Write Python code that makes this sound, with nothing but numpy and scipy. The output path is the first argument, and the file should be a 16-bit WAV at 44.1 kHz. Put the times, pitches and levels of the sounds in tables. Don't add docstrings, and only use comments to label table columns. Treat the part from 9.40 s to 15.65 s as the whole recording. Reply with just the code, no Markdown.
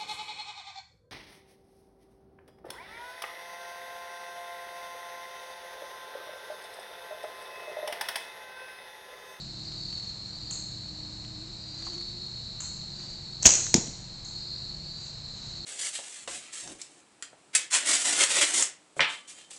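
import sys
import numpy as np
from scipy import signal
from scipy.fft import rfft, irfft, next_fast_len
from scipy.io import wavfile
from scipy.ndimage import uniform_filter1d, map_coordinates

SR = 44100
rng = np.random.default_rng(int(sys.argv[2]) if len(sys.argv) > 2 else 0)


def to_wav(s):
    ch = np.atleast_2d(s).T
    pcm = np.round(np.clip(ch, -1, 1) * 32767)
    wavfile.write(sys.argv[1], SR, pcm.astype(np.int16))


N = 275607

# f/Hz, level/dB
ROAD_SPECTRUM = [(10, -13.5), (28, 3.5), (110, 1), (170, -1), (230, -10), (290, -10), (420, -16.5),
                 (750, -15), (1300, -20.5), (3200, -22.5), (5200, -17.5), (6200, -21.5), (7400, -16),
                 (8400, -31.5)]
# f/Hz, level/dB
MACHINE_TONES = [(116, -55), (145.5, -54), (187, -60), (212, -61), (470, -74), (643, -75.5)]
# t/s, level/dB
WHINE_LEVELS = [(0, -58), (1.5, -69), (3.3, -69.5), (3.55, -57), (4.65, -66.5), (4.95, -58), (5.5, -61.5),
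                (5.7, -76)]
# t/s, f/Hz, level/dB
TYRE_SONG = [(0, 305, -64), (.25, 313, -53), (.65, 310, -63), (1.65, 308, -53), (2.0, 311, -53.5),
             (2.1, 344, -54), (2.32, 307, -57), (2.48, 340, -50.5), (2.85, 357.7, -54), (3.2, 340, -69),
             (5.8, 320, -78), (6.25, 345, -49)]
# f/Hz, slide in a stroke/share of f, level/dB, call starts t/s
NEAR_CRICKETS = [(4710, .02, -48, [.22, 2.18, 4.95]), (4620, 0.017, -47, [.9, 2.35, 3.51, 5.39]),
                 (4426, .02, -41, [.35, 2.42]), (4420, .025, -47.5, [1.38, 3.8, 5.24, 6.08]),
                 (4290, 0.0079, -45, [0.541, 1.02, 2.74, 3.22, 4.83, 5.06])]
# t/s, level/dB
CHORUS_LEVELS = [(0.0, -44), (0.61, -44), (0.92, -46), (1.3, -45), (2.26, -46.5), (2.64, -43.5),
                 (3.9, -46.5), (4.11, -43.5), (4.61, -49), (5.12, -42.5), (5.38, -47), (6.25, -43.5)]
# f/Hz, level/dB
CHORUS_SPECTRUM = [(3200, -50), (3550, -20.5), (3800, -8.5), (4050, -3.5), (4250, 1), (4450, -2.5),
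                   (4700, -14), (5200, -17), (6000, -43.5)]
# t/s, level/dB
TICK_EVENTS = [(.194, -39), (0.321, -35), (0.527, -35), (.598, -36), (1.849, -37), (2.424, -32),
               (2.486, -36), (2.612, -35), (4.267, -25), (4.473, -29)]
# f/Hz, level/dB
TICK_SPECTRUM = [(200, -9), (1000, -0.5), (2000, -1), (5000, 3), (8000, -6.5)]
# middle t/s, half length/s, level/dB
SLEEVE_BRUSHES = [(.5, .2, -59.5), (2.482, 0.095, -52.5), (3.65, 0.071, -56), (5.66, .08, -57.5),
                  (6.097, 0.11, -54)]
# f/Hz, level/dB
CLOTH_SPECTRUM = [(300, -13), (900, -3), (2500, -5), (5000, -5), (6800, 5.5), (8500, -14.5)]
# t/s, level/dB
BIRD_CHIPS = [(1.109, -27.5), (3.204, -28.5), (4.848, -38.5), (5.63, -44)]
# f/Hz, level/dB
CHIP_DISTORTION_SPECTRUM = [(300, -18), (1000, -16.5), (3000, -18), (5600, -20), (6400, 1.5), (7350, -3.5),
                            (8000, -16), (8700, -17)]
# f/Hz, level/dB
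KNOCK_SPECTRUM = [(500, -25), (1000, 0), (1500, -16), (6000, -23), (9000, -30)]
# t/s, level/dB
RELEASE_CLICKS = [(4.0260, -17), (4.0300, -10), (4.0324, -23)]
# t/s, level/dB, t60/s
STOP_SLAMS = [(4.056, -1, .01), (4.0589, -2, 0.037), (4.0662, -4, .035)]
# f/Hz, level/dB
BOW_SPECTRUM = [(40, -24.5), (170, -8), (420, -23), (600, -11.5), (1200, -22), (1700, -18.5), (3500, -17.5),
                (5100, -9.5), (5800, -4), (6400, 4), (7400, -2), (8200, -19), (9500, -28.5)]
# f/Hz, level/dB
ZIP_SPECTRUM = [(1000, -24), (2200, -13.5), (2900, 2), (3800, -27.5)]
# f/Hz, level/dB, t60/s
METAL_MODES = [(574, -19.5, 0.05), (1510, -13, .05), (2300, -13, .05), (2750, -13, .05), (5000, -5.5, .08),
               (5615, -4.5, .1), (5940, -3, .1), (6250, 0.5, 0.15), (6450, -1.5, .1), (6600, -0.5, .1),
               (6700, -0.5, .1), (7000, -1, .12), (7270, 0, 0.11), (7500, 0, .12), (8000, 1, .06)]
# f/Hz, level/dB
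HANDLE_SPECTRUM = [(100, -7), (500, -5.5), (1200, -11), (1650, 0.5), (2200, -2.5), (4000, -4.5),
                   (6000, -36)]
# f/Hz, level/dB, swell/s
LIMB_SWINGS = [(160, -22.5, .003), (64.5, -21, .0065)]
# f/Hz, level/dB
SMACK_SPECTRUM = [(60, -23.5), (150, -9), (600, -11), (1300, -22), (2100, -18), (2800, -11), (3500, -18.5),
                  (4300, 1.5), (5200, 4.5), (6800, 1.5), (8400, -22), (9500, -39)]
# f/Hz, level/dB
BAG_SPECTRUM = [(40, 1.5), (150, -10.5), (350, 0.5), (550, -10), (850, -5), (1200, -27), (3000, -18)]
# f/Hz, level/dB, t60/s
TARGET_RESONANCES = [(75, -12.5, 0.051), (225, -31.5, 0.12), (345, -18, 0.13), (471.4, -29, 0.18)]
# f/Hz, level/dB
SHAFT_SPECTRUM = [(500, -10), (2500, -6), (4500, -0.5), (7100, 11), (8500, -14.5)]
# t/s, level/dB, f/Hz
TARGET_THUDS = [(4.3499, -11.5, 205), (4.3802, -19, 195), (4.479, -32, 221)]
# f/Hz, t60/s
YARD_DECAY = [(150, 0.6), (600, 0.68), (2500, 0.58), (6500, 0.69), (9000, 0.79)]
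# f/Hz, level/dB
YARD_RESPONSE = [(100, -10.5), (400, -4), (800, -3), (1500, -1), (4000, -3.5), (5700, -1.5), (6500, 0),
                 (7400, 0), (9000, -0.5)]

CALL_S, CALL_RISE_S, STROKE_HZ = 0.311, .06, 41.11
ZIP_S, STOP_S, HIT_S = 4.0535, 4.0595, 4.3416
SLIDE_DB, SLIDE_RISE_DB_PER_S = -20.5, 851
SWING_HZ, SLAP_DB, SLAP_LOSS_DB = 64, -6, 1.5
RELEASE_T60_S, SLAP_T60_S = 0.0054, 0.011


def amp(db):
    return 10 ** (np.asarray(db) / 20)


def unit(x):
    return x / np.sqrt(np.mean(x ** 2) + 1e-20)


def along(points, hz):
    f, v = np.transpose(points)
    return np.interp(np.log(hz + 1), np.log(f + 1), v)


def clock(size=N):
    return np.arange(size) / SR


def curves(rows):
    s, *cols = np.transpose(rows)
    return [np.interp(clock(), s, c) for c in cols]


def wobble(rate):
    return map_coordinates(rng.standard_normal(int(N * rate / SR) + 4), [clock() * rate])


def filtered(x, response):
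    m = next_fast_len(N + SR // 2)
    return irfft(rfft(x, m) * response(np.fft.rfftfreq(m, 1 / SR)), m)[:N]


def noise(spectrum):
    return unit(filtered(rng.standard_normal(N), lambda hz: amp(along(spectrum, hz))))


def even_noise(spectrum, window_s=0.00079):
    x = noise(spectrum)
    return x / np.sqrt(np.abs(uniform_filter1d(x ** 2, round(window_s * SR))) + 1e-9)


def fade(t, t60):
    return np.exp(-np.log(1000) * t / t60)


def add(track, s, sound):
    part = track[max(round(s * SR), 0):][:len(sound)]
    part += sound[:len(part)]


def bursts(rows, attack_s=.00025):
    power, t = np.zeros(N), clock(SR // 2)
    for s, db, t60 in rows:
        add(power, s, (amp(db) * fade(t, t60) * (1 - np.exp(-t / attack_s))) ** 2)
    return np.sqrt(power)


def push(hz, swell_s):
    t = clock(SR // 4)
    return -np.sin(2 * np.pi * hz * t) * (t / swell_s * np.exp(1 - t / swell_s)) ** 2


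def ringing(modes, blur_rad, attack_s=0.0024):
    t = clock(SR // 2)
    knots = t[::SR // 250]
    out = np.zeros_like(t)
    for hz, db, t60 in modes:
        wander = blur_rad * np.interp(t, knots, rng.standard_normal(len(knots)))
        out += amp(db) * fade(t, t60) * np.sin(2 * np.pi * hz * t + wander)
    return (1 - np.exp(-t / attack_s)) * out


def traffic():
    rumble = amp(-48.0 + 0.25 * wobble(6.2)) * noise(ROAD_SPECTRUM)
    pitch, level_db = curves(TYRE_SONG)
    phase = 2 * np.pi * np.cumsum(pitch) / SR + 0.57 * wobble(45)
    tyres = unit(np.sin(phase) + 0.14 * np.sin(2 * phase))
    return rumble + amp(level_db - 2.5 + 2.56 * wobble(14)) * tyres


def machine(whine_hz=351):
    out = np.zeros(N)
    for hz, db in MACHINE_TONES + [(whine_hz, curves(WHINE_LEVELS)[0] - 2)]:
        gain = amp(db + 2.04 * wobble(2.6))
        out += gain * unit(np.sin(2 * np.pi * hz * clock() + 1.28 * wobble(5.4)))
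    return out


def trill(hz, slide, stumble=.06, scatter=.005):
    t = clock(SR // 2)
    beat = t * STROKE_HZ * (1 + 0.018 * rng.standard_normal())
    drift, strength, detune = rng.standard_normal((3, SR // 100))
    uneven_beat = beat + stumble * np.interp(beat, np.arange(len(drift)), drift)
    stroke, progress = np.divmod(np.abs(uneven_beat), 1)
    stroke = stroke.astype(int)
    call = np.clip(np.minimum(t, CALL_S - t) / CALL_RISE_S, 0, 1)
    pitch = hz * (1 + slide * (progress - .35) + scatter * detune[stroke])
    wing = amp(1.6 * strength[stroke]) * np.sin(np.pi * np.minimum(progress / 0.76, 1))
    return np.sqrt(call) * unit(wing * np.sin(2 * np.pi * np.cumsum(pitch) / SR))


def far_crickets(count=90):
    calls = np.zeros(N)
    for k, (when, pitch) in enumerate(rng.random((count, 2))):
        add(calls, (k + when) / count * N / SR, trill(3900 + 450 * pitch, slide=0.01506))
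    band = amp(0.33 * wobble(70)) * noise(CHORUS_SPECTRUM)
    return amp(curves(CHORUS_LEVELS)[0]) * (amp(-5.0) * unit(calls) + amp(1.5) * band)


def sleeve_and_ticks(count=120, crinkle_db=4, spread_db=4):
    rub = amp(-66.5)
    for s, half, db in SLEEVE_BRUSHES:
        rub = rub + amp(db) * np.exp(-((clock() - s) / half) ** 2 / 2)
    crinkles = [(when * N / SR, crinkle_db - spread_db * np.log(softness + .02), .006)
                for when, softness in rng.random((count, 2))]
    ticks = bursts([(s, db, .008) for s, db in TICK_EVENTS])
    crackle = np.hypot(ticks, rub * bursts(crinkles)) * even_noise(TICK_SPECTRUM)
    rustle = amp(-1.5) * rub * amp(2.9 * wobble(60)) * noise(CLOTH_SPECTRUM)
    return crackle + rustle


def near_crickets():
    out = np.zeros(N)
    for hz, slide, db, starts in NEAR_CRICKETS:
        for s in starts:
            add(out, s, amp(db) * trill(hz, slide))
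    return out


def bird():
    whistles, t = np.zeros(N), clock(SR // 20)
    pitch = np.interp(t, [0, .006], [6100, 7400])
    swell = t / 0.0035
    whistle = swell * np.exp(1 - swell) * np.sin(2 * np.pi * np.cumsum(pitch) / SR)
    for s, db in BIRD_CHIPS:
        add(whistles, s, amp(db - 6.5) * whistle)
    fizz = bursts([(s, db, .03) for s, db in BIRD_CHIPS]) * even_noise(CHIP_DISTORTION_SPECTRUM)
    return whistles + amp(-1.0) * fizz


def knock(at_s=2.468, db=-38.5, t60=.05):
    return bursts([(at_s, db, t60)]) * even_noise(KNOCK_SPECTRUM)


def bow(ring_db=-22.5, zip_db=-17, handle_db=-17.5):
    clicks = [(s, db, RELEASE_T60_S) for s, db in RELEASE_CLICKS]
    slaps = [(STOP_S + (k + 1) / SWING_HZ, SLAP_DB - SLAP_LOSS_DB * k, SLAP_T60_S) for k in range(6)]
    until_slam = STOP_SLAMS[0][0] - clock()
    slide = amp(SLIDE_DB - SLIDE_RISE_DB_PER_S * np.abs(until_slam)) * (until_slam > 0)
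    out = np.hypot(bursts(clicks + STOP_SLAMS + slaps), slide) * even_noise(BOW_SPECTRUM)
    add(out, STOP_S, amp(ring_db) * ringing(METAL_MODES, blur_rad=0.78))
    out += bursts([(ZIP_S, zip_db, 0.037)]) * even_noise(ZIP_SPECTRUM)
    out += bursts([(STOP_S, handle_db, 0.03)]) * even_noise(HANDLE_SPECTRUM)
    for hz, db, swell_s in LIMB_SWINGS:
        add(out, STOP_S, amp(db) * push(hz, swell_s))
    return out


def arrow():
    smack = bursts([(HIT_S, -0.46, 0.012), (HIT_S + 0.00086, -1.2, 0.0041)]) * even_noise(SMACK_SPECTRUM)
    shaft = bursts([(HIT_S + .003, -27, 0.14), (HIT_S + 0.016, -26.5, 0.2)]) * noise(SHAFT_SPECTRUM)
    thud = np.zeros(N)
    for s, db, hz in TARGET_THUDS:
        add(thud, s, amp(db) * push(hz, swell_s=0.0028))
    add(thud, HIT_S + 0.002, amp(-2.5) * ringing(TARGET_RESONANCES, blur_rad=0.067))
    bag = bursts([(HIT_S + .001, -27, 0.19)]) * even_noise(BAG_SPECTRUM, window_s=.015)
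    return smack + shaft + thud + bag


def yard(x, frame, build_s=0.0072):
    hz, t, bands = signal.stft(x, SR, nperseg=frame)
    t = t[t < 1]
    decay = (fade(t, along(YARD_DECAY, hz)[:, None]) * (1 - np.exp(-t / build_s))) ** 2
    decay /= decay.sum(1, keepdims=True)
    energy = signal.fftconvolve(np.abs(bands) ** 2, decay, axes=1)[:, :bands.shape[1]]
    scatter = signal.stft(rng.standard_normal(N), SR, nperseg=frame)[2]
    tail = scatter / scatter.std() * np.sqrt(np.abs(energy)) * amp(along(YARD_RESPONSE, hz))[:, None]
    return signal.istft(tail, SR, nperseg=frame)[1][:N]


def scene():
    shot, hit, chips, trills = bow(), arrow(), bird(), near_crickets()
    chorus = far_crickets()
    direct = shot + hit + chips + sleeve_and_ticks() + knock()
    scattered = yard(amp(-5) * shot + amp(-11.5) * hit + amp(5.0) * chips, frame=256)
    calls = trills + amp(-2) * yard(trills, frame=1024)
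    return (direct + scattered + amp(-1.0) * calls + chorus + traffic() + machine())[None]


def record(dry, edge_hz=8550, ceiling=0.69, spill_db=-6, top_hz=16300):
    dull = filtered(dry[0], lambda hz: 1 / np.sqrt(1 + (hz / edge_hz) ** 100))
    clipped = dull / (1 + np.abs(dull / ceiling) ** 12) ** (1 / 12)
    shelf = lambda hz: amp(spill_db * np.clip((hz - 9000) / 3000, 0, 1)) * (hz < top_hz)
    return filtered(clipped, shelf)[None]


dry = scene()
out = record(dry)
to_wav(out)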